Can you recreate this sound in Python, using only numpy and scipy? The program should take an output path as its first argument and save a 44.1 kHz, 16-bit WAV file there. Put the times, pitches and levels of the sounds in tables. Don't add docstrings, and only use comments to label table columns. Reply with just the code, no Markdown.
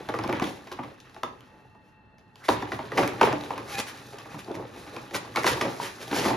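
import sys
import numpy as np
from scipy import signal
from scipy.fft import rfft, irfft, next_fast_len
from scipy.io import wavfile
from scipy.ndimage import uniform_filter1d, minimum_filter1d

SR = 44100
rng = np.random.default_rng(int(sys.argv[2]) if len(sys.argv) > 2 else 0)


def unload_wav(signal):
    wavfile.write(
        sys.argv[1],
        SR,
        np.round(np.clip(np.atleast_2d(signal).T, -1, 1) * 32767).astype(np.int16),
    )


def voltage_ratio(decibels):
    exponent = np.asarray(decibels, float) / 20
    return 10 ** exponent


N = 280476
SIZE = next_fast_len(N + SR)
BINS = np.arange(SIZE // 2 + 1) * SR / SIZE

# (time [s], bending effort [dB], sliding speed [dB])
HANDS = [(0.0, -45.5, -55.5), (.34, -33.5, -57), (.53, -50, -57), (1.03, -59.5, -67), (1.3, -52.5, -68),
         (1.62, -59.5, -73.5), (2.07, -63, -90), (2.41, -63, -76), (2.55, -52, -53), (2.68, -40, -57),
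         (3.17, -36.5, -54.5), (4.11, -48.5, -53), (4.68, -44.5, -61.5), (4.89, -49, -54.5),
         (5.35, -45, -57.5), (5.54, -31.5, -46.5), (5.95, -50, -50.5), (6.36, -32, -48)]
# (time [s], peak [dB], main ring [Hz], crack re peak [dB])
SHARP_BUCKLES = [(0.089, -15.5, 486, -21.5), (0.14, -17, 488, -23), (0.189, -17.5, 321, -32),
                 (0.328, -14, 291.5, -24), (0.398, -20.5, 283, -28), (0.836, -24, 255, -21),
                 (1.002, -51.5, 460, 1), (1.096, -46, 457, -11), (1.145, -42, 545, -10),
                 (1.164, -34, 677, -18.5), (1.233, -23, 476, -16), (1.749, -42, 216, -24),
                 (2.183, -50.5, 390, -4), (2.357, -47, 484, -4.5), (2.484, -19.5, 730, -6.5),
                 (2.487, -5.5, 325, -34), (2.623, -19, 299, -24), (2.72, -19, 770, -16.5),
                 (2.791, -21, 930, -28), (2.919, -22, 337, -15), (3.213, -3, 503, -21),
                 (3.231, -8.5, 503, -22), (3.506, -18, 487, -25.5), (4.132, -29.5, 426, -34),
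                 (4.967, -25.5, 680, -19.5), (5.11, -30.5, 347, -18), (5.36, -13, 1005, -13.5),
                 (5.371, -14.5, 474, -18), (5.444, -12.5, 340, -28), (6.113, -23.5, 442, -13)]
# (time [s], peak [dB], main ring [Hz], crack re peak [dB])
SLOW_BUCKLES = [(0.241, -18.5, 352, -30), (0.2915, -12, 361, -25.5), (0.421, -13, 296, -22),
                (0.672, -32, 667, -12), (0.717, -24.5, 364, -13.5), (0.79, -21, 249, -33),
                (1.537, -44, 345, -31), (2.42, -44, 1290, -30), (2.981, -7.5, 760, -16.5),
                (3.028, -11.5, 279, -22), (3.269, -9, 437, -47), (3.327, -12.5, 289, -36),
                (3.579, -22, 419, -28), (4.186, -35.5, 700, -6), (4.256, -32, 305, -23),
                (4.342, -26, 205, -32), (4.479, -29, 326, -27), (4.763, -31, 357, -19),
                (4.866, -30, 240, -19), (5.25, -32, 262, -13.5), (5.464, -14, 706, -9),
                (5.476, -14, 503, -16), (5.572, -28, 372, -11), (5.612, -13.5, 440, -10),
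                (6.129, -15, 330, -32), (6.163, -21, 495, -11), (6.189, -19, 337, -29),
                (6.253, -13.5, 293, -22), (6.284, -15.5, 435, -24), (6.304, -12, 275, -34)]
# (frequency [Hz], density [dB per Hz])
SHEET_RATTLE = [(88, -38), (150, -20.5), (231, -9), (286, -3.5), (491, 5), (595, -5), (892, 7), (1020, -25),
                (1500, 8), (1950, -44), (3300, -120)]
# (frequency [Hz], density [dB per Hz])
CARD_SCRAPE = [(2500, -42), (3500, 0.5), (5000, -0.5), (7000, -3.5), (9000, -4), (11000, -9), (13500, -11),
               (16500, -8)]


def rms_one(x):
    return x / np.sqrt(np.mean(x ** 2) + 1e-20)


def in_time(rows):
    s, *columns = np.transpose(rows)
    return [np.interp(np.arange(N) / SR, s, c) for c in columns]


def at_hz(points, hz):
    points = np.array(points)
    return np.interp(np.log(hz + 1), np.log(points[:, 0] + 1), points[:, 1])


def colour(x, spectrum):
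    return rms_one(irfft(rfft(x, SIZE) * voltage_ratio(at_hz(spectrum, BINS)), SIZE)[..., :N])


def drift(rate):
    r = np.exp(-80 * np.pi * rate / SR)
    slow = signal.lfilter([1], [1, -2 * r, r * r], rng.standard_normal(N // 40 + 2002))[2000:]
    return np.interp(np.arange(N) / 40, np.arange(len(slow)), rms_one(slow))


def ring(clicks, hz, t60):
    r, w = voltage_ratio(-60 / (t60 * SR)), 2 * np.pi * hz / SR
    return signal.lfilter([0, np.sin(w)], [1, -2 * r * np.cos(w), r * r], clicks + 1e-18)


def struck(table, cycles, gain_db):
    out = np.zeros(N + SR)
    for s, peak_db, hz in table:
        click = np.zeros(SR // 8)
        click[0] = voltage_ratio(peak_db + gain_db)
        at = round(s * SR)
        out[at:at + len(click)] += ring(click, hz, cycles / hz)
    return out[:N]


def grains(per_s, spread_db, clump_db):
    sizes = voltage_ratio(spread_db * np.minimum(rng.exponential(1, N), 4)) * rng.choice([-1, 1], N)
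    return sizes * (rng.random(N) < per_s * voltage_ratio(clump_db * drift(25)) / SR)


def rung_grains(slips, low_hz, high_hz, cycles, spectrum):
    dealt = rng.integers(0, 16, N)
    out = np.zeros(N)
    for k, hz in enumerate(np.geomspace(low_hz, high_hz, num=16)):
        out += voltage_ratio(at_hz(spectrum, hz)) * ring(slips * (dealt == k), hz, cycles / hz)
    return rms_one(out)


def thin(x):
    return signal.sosfilt(signal.butter(2, 128, "high", fs=SR, output="sos"), x)


def alike_pair(pair, likeness):
    likeness = np.clip(likeness, 0, 1)
    return np.sqrt(.5 + .5 * likeness) * pair[0] + np.sqrt(.5 - .5 * likeness) * pair[1] * [[1], [-1]]


def room_floor():
    # (frequency [Hz], density [dB per Hz])
    hum_and_air = [(15, -42), (25, -4), (214, -4.5), (404, -20), (575, -14), (694, -15), (1440, -17),
                   (1780, -15.5), (2420, -37), (3450, -32), (7000, -58), (9100, -76), (15400, -120)]
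    pair = alike_pair(rfft(rng.standard_normal((2, N)), SIZE), at_hz([(60, 1.0), (500, 0.41), (3000, 0.093)], BINS))
    return voltage_ratio(-60.0) * colour(irfft(pair, SIZE)[:, :N], hum_and_air + [(9000, -73)])


def room():
    # (frequency [Hz], reverberation time [s])
    room_t60 = [(60, 0.13), (250, 0.62), (800, 0.36), (2500, 0.27), (6000, 0.35), (14000, 0.082)]
    # (frequency [Hz], level re direct [dB])
    room_level = [(60, -15), (250, -10), (800, -3), (2500, -3.5), (6000, -6.5), (9000, -5), (14000, -8)]
    # (frequency [Hz], left-right likeness [0..1])
    room_likeness = [(60, 0.48), (250, 0.64), (800, 0.049), (3000, 0.018), (14000, 0.041)]
    t, tail = np.arange(SR) / SR, 0
    white = rng.standard_normal((2, SR)) * np.clip((t - .003) / 0.0037, 0, 1)
    for hz in 44 * 2 ** np.arange(0, 9.):
        dying = white * voltage_ratio(-60 * t / at_hz(room_t60, hz))
        share = np.clip(1 - np.abs(np.log2((BINS + 1) / hz)), 0, 1)
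        tail = tail + share * rfft(dying / np.sqrt(np.sum(dying[0] ** 2)), SIZE)
    return alike_pair(tail, at_hz(room_likeness, BINS)) * voltage_ratio(at_hz(room_level, BINS))


def booms():
    # (time [s], peak [dB], pitch [Hz])
    low_blows = [(0.097, -38, 116), (0.299, -38, 127), (0.419, -26, 199), (0.719, -46, 91.5),
                 (0.793, -39, 121), (2.495, -33, 199), (2.529, -36, 127), (2.635, -35, 110),
                 (2.985, -24, 199), (3.219, -27, 180), (3.329, -32, 199), (3.745, -38, 124),
                 (4.199, -50, 137), (4.344, -36, 129), (5.159, -36, 178), (5.449, -37, 199),
                 (5.609, -39, 121), (6.129, -42, 161), (6.25, -30, 194)]
    return signal.lfilter(*signal.butter(2, 260, fs=SR), struck(low_blows, cycles=24, gain_db=-4))


def rub():
    # (frequency [Hz], level re sliding speed [dB])
    tray_resonances = [(1750, -6.5), (2500, -12), (3900, -12)]
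    slide_db = in_time(HANDS)[1]
    friction = rng.standard_normal(N) * voltage_ratio(3.0 * drift(9.7))
    return voltage_ratio(slide_db) * sum(voltage_ratio(level_db) * rms_one(ring(friction, hz, t60=0.0072)) for hz, level_db in tray_resonances)


def squeak():
    # (time [s], pitch [Hz], level [dB])
    edge_squeak = [
        (3.68, 860, -70),
        (3.71, 849, -54),
        (3.75, 792, -41),
        (3.79, 799.4, -40.5),
        (3.83, 830, -71),
        (3.95, 833, -68),
        (4.3, 820, -60),
        (4.45, 830, -66),
    ]
    # (multiple of the pitch [1], level [dB])
    partials = [(1, 5), (2.15, -0.5), (3.1, 0), (4.9, -12)]
    hz, level_db = in_time(edge_squeak)
    turn = 2 * np.pi * np.cumsum(hz * (1 + 0.0148 * drift(40.0))) / SR
    lines = sum(voltage_ratio(part_db + 1.5 * drift(50)) * np.sin(multiple * turn) for multiple, part_db in partials)
    return voltage_ratio(level_db) * lines * (level_db > np.min(level_db))


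def creak():
    # (time [s], pitch [Hz], level [dB])
    strain = [
        (2.36, 1000, -72),
        (2.405, 1200, -59),
        (2.425, 1453, -49),
        (2.45, 1950, -47),
        (2.47, 1900, -54),
        (2.485, 1800, -62),
    ]
    width_hz = 520
    hz, level_db = in_time(strain)
    turn = 2 * np.pi * np.cumsum(hz) / SR
    line = drift(width_hz) * np.sin(turn) + drift(width_hz) * np.cos(turn)
    t = np.arange(N) / SR
    return voltage_ratio(level_db) * line * ((t > strain[0][0]) & (t < strain[-1][0]))


def drags():
    # (time of the height [s], fall [s], low [dB], bright [dB], chatter [Hz])
    rough_drags = [(.46, 0.059, -37.5, -42, 3240), (5.655, 0.045, -29, -50, 2200),
                   (1.86, 0.074, -69, -72.5, 3500), (2.405, 0.055, -64, -61.5, 1350),
                   (5.385, 0.036, -43, -37.5, 2500), (2.514, 0.041, -48, -38, 2400),
                   (3.25, 0.038, -50, -38.5, 2500), (4.33, 0.063, -55, -54, 3900),
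                   (4.8, 0.053, -55, -50.5, 2600), (2.74, .03, -51, -49, 2390),
                   (1.55, 0.091, -64, -74, 1500), (2.455, 0.017, -72, -45, 1530),
                   (3.009, 0.068, -26.5, -38.5, 2300), (3.439, 0.077, -47, -51, 3900),
                   (3.72, 0.06, -46, -39.5, 2675), (3.794, .018, -31.5, -27, 2700),
                   (3.885, .022, -56, -39.5, 2470), (4.395, 0.015, -43, -41.5, 3050),
                   (4.502, 0.028, -36, -69, 1810), (4.552, 0.0098, -45, -47, 2420),
                   (4.585, 0.056, -35, -60, 2430), (4.95, 0.036, -42.5, -52, 2420),
                   (5.153, 0.018, -31.5, -29, 2430), (5.48, 0.048, -44, -28, 2100),
                   (5.842, 0.054, -38.5, -37, 3530), (6.018, 0.031, -44, -41.5, 4050),
                   (6.151, 0.045, -36, -33.5, 2000), (6.2, 0.042, -35, -34, 3340),
                   (6.27, 0.044, -27, -31.5, 5100)]
    t, out = np.arange(N) / SR, np.zeros(N)
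    low = rung_grains(grains(1500, spread_db=1.5, clump_db=3.0), 205.0, 1003, 6.4, SHEET_RATTLE)
    slips = rms_one(grains(2700, spread_db=1.0, clump_db=3.5))
    hiss = colour(slips, [(900, 1.1), (1600, 4.4)] + CARD_SCRAPE[1:])
    for s, fall, low_db, bright_db, hz in rough_drags:
        near = slice(max(round((s - .2) * SR), 0), round((s + .3) * SR))
        width = np.where(t[near] < s, 0.71 * fall, fall)
        force = np.exp(-((t[near] - s) / width) ** 2)
        chatter = rms_one(ring(slips[near], hz, 61.0 / hz))
        out[near] += force * (voltage_ratio(low_db) * low[near] + voltage_ratio(bright_db) * (hiss[near] + 0.075 * chatter))
    return out


def ticks():
    # (time [s], peak [dB], pitch [Hz])
    small_creases = [(0.238, -30.5, 5330), (1.2341, -27.5, 3530), (2.489, -16.5, 3860), (3.328, -26, 2490),
                     (4.446, -40, 4500), (0.1885, -27.5, 2180), (0.277, -30.5, 2430), (0.3264, -29, 1840),
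                     (0.398, -28.5, 2540), (0.4419, -25.5, 3380), (1.4072, -43.5, 3100),
                     (2.1848, -50, 2060), (2.9745, -20, 2030), (3.0765, -20.5, 2270), (3.4104, -30.5, 4000),
                     (3.4372, -35, 3700), (3.579, -29.5, 2450), (3.7542, -25, 2570), (3.7834, -26, 2520),
                     (3.9843, -40, 2370), (4.3924, -35, 2270), (4.5155, -40, 3440), (4.9645, -31, 2380),
                     (5.3414, -40, 1880), (5.361, -19, 2250), (5.434, -22, 2000), (5.467, -12, 2140),
                     (6.08, -33, 3370), (6.1424, -32, 3630), (6.2443, -23, 1960)]
    out, t = np.zeros(N + SR), np.arange(SR // 40) / SR
    dull = signal.butter(1, [1200, 6000], "band", fs=SR)
    for s, peak_db, hz in small_creases:
        tone = np.sin(2 * np.pi * hz * t) * voltage_ratio(-60 * t / 0.0093)
        burst = 0.92 * rng.standard_normal(len(t)) * voltage_ratio(-60 * t / 0.0083)
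        at = round(s * SR)
        out[at:at + len(t)] += voltage_ratio(peak_db + 1.5) * (tone + burst)
    return signal.lfilter(*dull, out[:N])


def snaps():
    # (time [s], peak [dB], pitch [Hz])
    hard_creases = [(0.0881, -20, 1670), (0.1395, -26, 1980), (0.2368, -31, 1500), (0.2504, -34, 2120),
                    (0.2762, -29, 2860), (0.2966, -25, 2480), (0.3266, -19.5, 1830), (0.3444, -30, 1850),
                    (0.398, -27, 2600), (0.4178, -25, 1890), (0.44, -26, 3210), (0.4554, -32, 1540),
                    (0.7164, -29, 1640), (0.8339, -31, 1550), (1.233, -18, 1630), (2.4842, -17, 2350),
                    (2.4884, -14, 1590), (2.5114, -26, 1640), (2.5374, -27, 2320), (2.6228, -32, 1590),
                    (2.719, -19, 1550), (2.791, -27, 1730), (2.9206, -28, 1660), (2.9784, -7, 2040),
                    (3.0347, -17, 1590), (3.1641, -31, 1720), (3.2103, -18, 1880), (3.2312, -10, 2860),
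                    (3.3272, -24, 1720), (3.5053, -34, 2400), (3.669, -33, 1820), (3.7863, -19, 2460),
                    (3.869, -29, 2400), (4.3094, -40, 1730), (4.398, -32, 2780), (4.544, -32, 2310),
                    (4.5527, -25, 2110), (4.6344, -43, 1570), (4.964, -32, 1500), (5.1456, -16.5, 2190),
                    (5.3504, -29, 1500), (5.3596, -14, 2210), (5.3704, -18, 2310), (5.4433, -12.5, 2060),
                    (5.476, -8, 1610), (5.5444, -19, 1550), (5.61, -19, 2070), (5.655, -23, 2330),
                    (5.69, -29, 2030), (5.7318, -31, 1950), (5.8036, -37, 2220), (5.8181, -28, 1650),
                    (6.1117, -23, 1480), (6.1274, -29, 1500), (6.1634, -20, 1880), (6.1762, -21, 1630),
                    (6.25, -24, 2060), (6.264, -23, 1690), (6.2861, -21, 2010), (6.3026, -21, 1500)]
    # (time [s], peak [dB], pitch [Hz])
    panels = [(0.093, -24, 474), (0.145, -22, 487), (0.242, -21, 316), (0.261, -24, 285), (0.297, -17, 377),
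              (0.331, -16.5, 310), (0.351, -18, 261), (0.421, -13.5, 256), (0.793, -27.5, 253),
              (0.836, -30, 256), (2.496, -13, 438), (2.626, -26, 293), (2.98, -12.5, 431),
              (3.211, -17, 515), (3.239, -16, 493), (3.274, -12.5, 447), (3.334, -19, 300),
              (4.344, -25.5, 148), (4.494, -28, 297), (4.569, -26, 304), (4.599, -26, 436),
              (5.384, -21, 544), (5.453, -20, 436), (5.489, -20, 614), (5.624, -20, 350), (5.654, -19, 689),
              (6.116, -21.5, 304), (6.13, -16, 318), (6.144, -24, 283), (6.186, -25, 339),
              (6.219, -25, 660), (6.255, -17, 296), (6.267, -19, 288), (6.286, -20, 331), (6.311, -21, 272),
              (6.333, -21, 342)]
    upper = [(s, peak_db, min(hz * 2.3, 15000)) for s, peak_db, hz in hard_creases]
    thump = signal.lfilter(*signal.butter(1, 900, fs=SR), struck(panels, cycles=12.3, gain_db=-2.5))
    return struck(hard_creases, cycles=12.5, gain_db=-3) + struck(upper, cycles=7.4, gain_db=-9.0) + thump


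def rim():
    # (time [s], peak [dB], pitch [Hz])
    rim_snaps = [(5.352, -28, 1140), (.0895, -24, 790), (.142, -20.5, 1200), (0.3, -31, 910),
                 (2.485, -21.5, 1440), (2.72, -21, 1630), (2.98, -16, 1150), (5.372, -19, 1110),
                 (5.445, -14.5, 1070), (.1895, -27, 1040), (.42, -23.5, 716), (2.4895, -15, 1620),
                 (5.371, -20, 4200), (1.2348, -18, 1037), (1.2345, -19, 1290), (2.4888, -9.5, 1014),
                 (3.213, -8, 905), (.293, -25, 860), (2.791, -29, 930), (3.234, -18, 760),
                 (3.506, -24, 850), (5.156, -23, 1060), (5.577, -27, 890), (6.165, -24, 877),
                 (5.8, -19, 950), (6.334, -24, 875), (5.467, -16, 1000), (.791, -28.5, 715)]
    return struck(rim_snaps, cycles=24.6, gain_db=0.5)


def shudder():
    level_db, rise_s, t60_s = -26, 0.026, 0.48
    s, peak_db = np.transpose(SHARP_BUCKLES + SLOW_BUCKLES)[:2]
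    power = np.zeros(N)
    power[(s * SR).astype(int)] = voltage_ratio(peak_db + level_db) ** 2
    fall, rise = voltage_ratio(-120 / (t60_s * SR)), np.exp(-1 / (rise_s * SR))
    return np.sqrt(signal.lfilter([1 - rise], np.convolve([1, -fall], [1, -rise]), power + 1e-18))


def handling():
    # (frequency [Hz], density [dB per Hz])
    box_rumble = [(24, -40), (40, -14), (113, 0), (145, -6), (231, -6.5), (300, -3), (390, -21),
                  (660, -120)]
    # (frequency [Hz], width [Hz], level re box rumble [dB])
    standing_wave = (127.3, 12, -4)
    bend_db, slide_db = in_time(HANDS)
    tremble = shudder()
    box = colour(rng.standard_normal(N), box_rumble) * voltage_ratio(2.0 * drift(7.3))
    hz, width_hz, boom_db = standing_wave
    boom = rms_one(ring(rng.standard_normal(N), hz, 2.6 / width_hz)) * voltage_ratio(boom_db)
    sheet = thin(rung_grains(grains(500, spread_db=2.5, clump_db=5.0), 163.3, 1228, 17.0, SHEET_RATTLE))
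    crease_slips = grains(900, spread_db=-2.0, clump_db=5.5)
    creases = thin(rung_grains(crease_slips, 1077, 4040, 12.4, [(1100, -3.0), (3600, -4)]))
    scrape = colour(grains(3500, spread_db=2.5, clump_db=3.5), [(1800, -40)] + CARD_SCRAPE)
    box_db = bend_db.mean() + 0.72 * (bend_db - bend_db.mean()) - 7.5
    crease_db = bend_db + 0.47 * (slide_db - bend_db) - 2.5
    return (np.hypot(voltage_ratio(box_db), tremble * voltage_ratio(-4)) * (box + boom)
            + np.hypot(voltage_ratio(bend_db - 5), tremble) * sheet
            + np.hypot(voltage_ratio(crease_db), tremble * voltage_ratio(-5.5)) * creases
            + np.hypot(voltage_ratio(slide_db - 2), tremble * voltage_ratio(-24)) * scrape)


def buckles(table, rise):
    # (frequency [Hz], level re peak [dB])
    plate_modes = [(200, -28.5), (300, -18.5), (600, -21), (1000, -14.5), (1700, -30)]
    out, clacks, cracks = np.zeros((3, N + SR))
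    t = np.arange(SR // 7) / SR
    onset = 1 - np.exp(-(t / rise) ** 2)
    clack_fall = voltage_ratio(-60 * t / (0.025 + 5.3 * rise)) + 0.16 * voltage_ratio(-60 * t / 0.16)
    crack_fall = voltage_ratio(-60 * t / (0.012 + 6.9 * rise)) + 0.24 * voltage_ratio(-60 * t / 0.15)
    for (s, peak_db, low_hz, crack_db), draw in zip(table, rng.random((len(table), 3, 26))):
        high_hz = 868 * (1 + .25 * (draw[0, 1] - .5))
        clack_db = -13 + 0.3 * (crack_db + 18.5) + 0.14 * (peak_db + 19)
        hz = np.r_[low_hz, high_hz, 220 * 7.5 ** draw[0, 2:]][:, None]
        plate_db = at_hz(plate_modes, hz[2:, 0]) + 8.0 * (draw[1, 2:] - .5)
        level = voltage_ratio(np.r_[-11.5, -6.0, plate_db])[:, None]
        life = 0.079 * (600 / hz) ** 0.73
        life[1] *= .45
        late = np.maximum(t - (2.482 / hz + 2 * rise) * draw[2][:, None], 0)
        swell = 1 - np.exp(-late * hz / 0.78)
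        body = np.sum(level * swell * np.sin(2 * np.pi * hz * late) * voltage_ratio(-60 * late / life), axis=0)
        start = round((s - rise) * SR)
        here = slice(start, start + len(t))
        out[here] += voltage_ratio(peak_db) * body
        clacks[here] += voltage_ratio(peak_db + clack_db) * onset * clack_fall
        cracks[here] += voltage_ratio(peak_db + crack_db) * onset * crack_fall
    return np.array([out, clacks, cracks])[:, :N]


def pops():
    # (frequency [Hz], density [dB per Hz])
    clack_spectrum = [(700, -16), (1200, 2.5), (2000, 1.5), (3000, -7.5), (4500, -36)]
    # (frequency [Hz], density [dB per Hz])
    crack_spectrum = [(1200, -33), (2500, 6.5), (5000, 3.5), (7500, -5.5), (11000, -10), (16000, -12.5)]
    body, clacks, cracks = buckles(SHARP_BUCKLES, rise=0.00024) + buckles(SLOW_BUCKLES, rise=0.003016)
    clack = colour(rng.standard_normal(N), clack_spectrum) * clacks * voltage_ratio(4.1 * drift(117))
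    crack = colour(rng.standard_normal(N), crack_spectrum) * cracks * voltage_ratio(-1.0 + 4.6 * drift(144))
    return signal.sosfilt(signal.butter(2, 200, "high", fs=SR, output="sos"), body + clack + crack)


def scene():
    # (frequency [Hz], lead of the left port [radians])
    port_lead = [(0, 0), (690, 0.3), (2240, 0.7), (3620, 0.3), (4910, 0.7), (6290, -0.4), (7410, -2.1),
                 (7670, -3.0), (8870, -3.3), (10200, -5.5), (10500, -6.2), (12800, -6.5), (13900, -9.5),
                 (16100, -9.4)]
    # (frequency [Hz], left over right [dB])
    port_tilt = [(60, -1.0), (110, -1.5), (200, -0.5), (380, 0.5), (700, 0.0), (1290, -0.5), (2380, -0.5),
                 (4400, 1.5), (8120, 0.5), (15000, 0.0)]
    side = np.array([[.5], [-.5]])
    lead = np.interp(BINS, *np.transpose(port_lead))
    ports = np.exp(1j * lead * side) * voltage_ratio(at_hz(port_tilt, BINS) * side)
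    tray = handling() + pops() + thin(ticks() + drags() + squeak() + rim() + snaps() + rub())
    source = tray + booms() + creak()
    path = ports + room()
    return irfft(rfft(source, SIZE) * path, SIZE)[:, :N] + room_floor()


def starve(x, holes_hz, steady):
    inside = sum((BINS > low) & (BINS < high) for low, high in holes_hz)
    return x - steady * irfft(rfft(x, SIZE) * inside, SIZE)[:N]


def some_blocks(share):
    chosen = np.repeat(rng.random(N // 1024 + 1) < share, 1024)[:N]
    return uniform_filter1d(1. * chosen, size=512)


def steadiness(total):
    full_moments = [.14, .42, .89, 2.49, 4.86, 5.36, 5.61, 2.93, 2.98, 3.08, 3.66, 3.785, 3.87, 5.43, 5.82,
                    6.11]
    treble = np.diff(total, prepend=0) ** 2
    jump = uniform_filter1d(treble, size=128) / uniform_filter1d(treble, size=1024, origin=511)
    calm = 1. * (jump < 9.0)
    for s in full_moments:
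        calm[round(s * SR) - 300:round(s * SR) + 500] = 0
    return uniform_filter1d(minimum_filter1d(calm, size=400), size=128)


def low_pass(x):
    return signal.sosfilt(signal.butter(12, 16500, fs=SR, output="sos"), x)


def record(dry):
    # (low edge [Hz], high edge [Hz])
    sum_holes = [(7750, 8800), (13800, 22000)]
    # (low edge [Hz], high edge [Hz])
    difference_holes = [(10400, 12400), (15900, 22000)]
    # (low edge [Hz], high edge [Hz])
    sum_fringe = [(7500, 7750), (8800, 9400), (12900, 13800)]
    # (low edge [Hz], high edge [Hz])
    difference_fringe = [(12400, 13000), (13000, 13500)]
    dry = signal.sosfilt(signal.butter(3, 45, "high", fs=SR, output="sos"), dry)
    total, difference = (dry[0] + dry[1]) / 2, (dry[0] - dry[1]) / 2
    steady = steadiness(total)
    total = starve(total, sum_holes, steady)
    total = starve(total, sum_fringe, steady * some_blocks(.35))
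    difference = starve(difference, difference_holes, steady)
    difference = starve(difference, difference_fringe, steady * some_blocks(.35))
    return low_pass(np.array([total + difference, total - difference]))


dry = scene()
out = record(dry)
unload_wav(out)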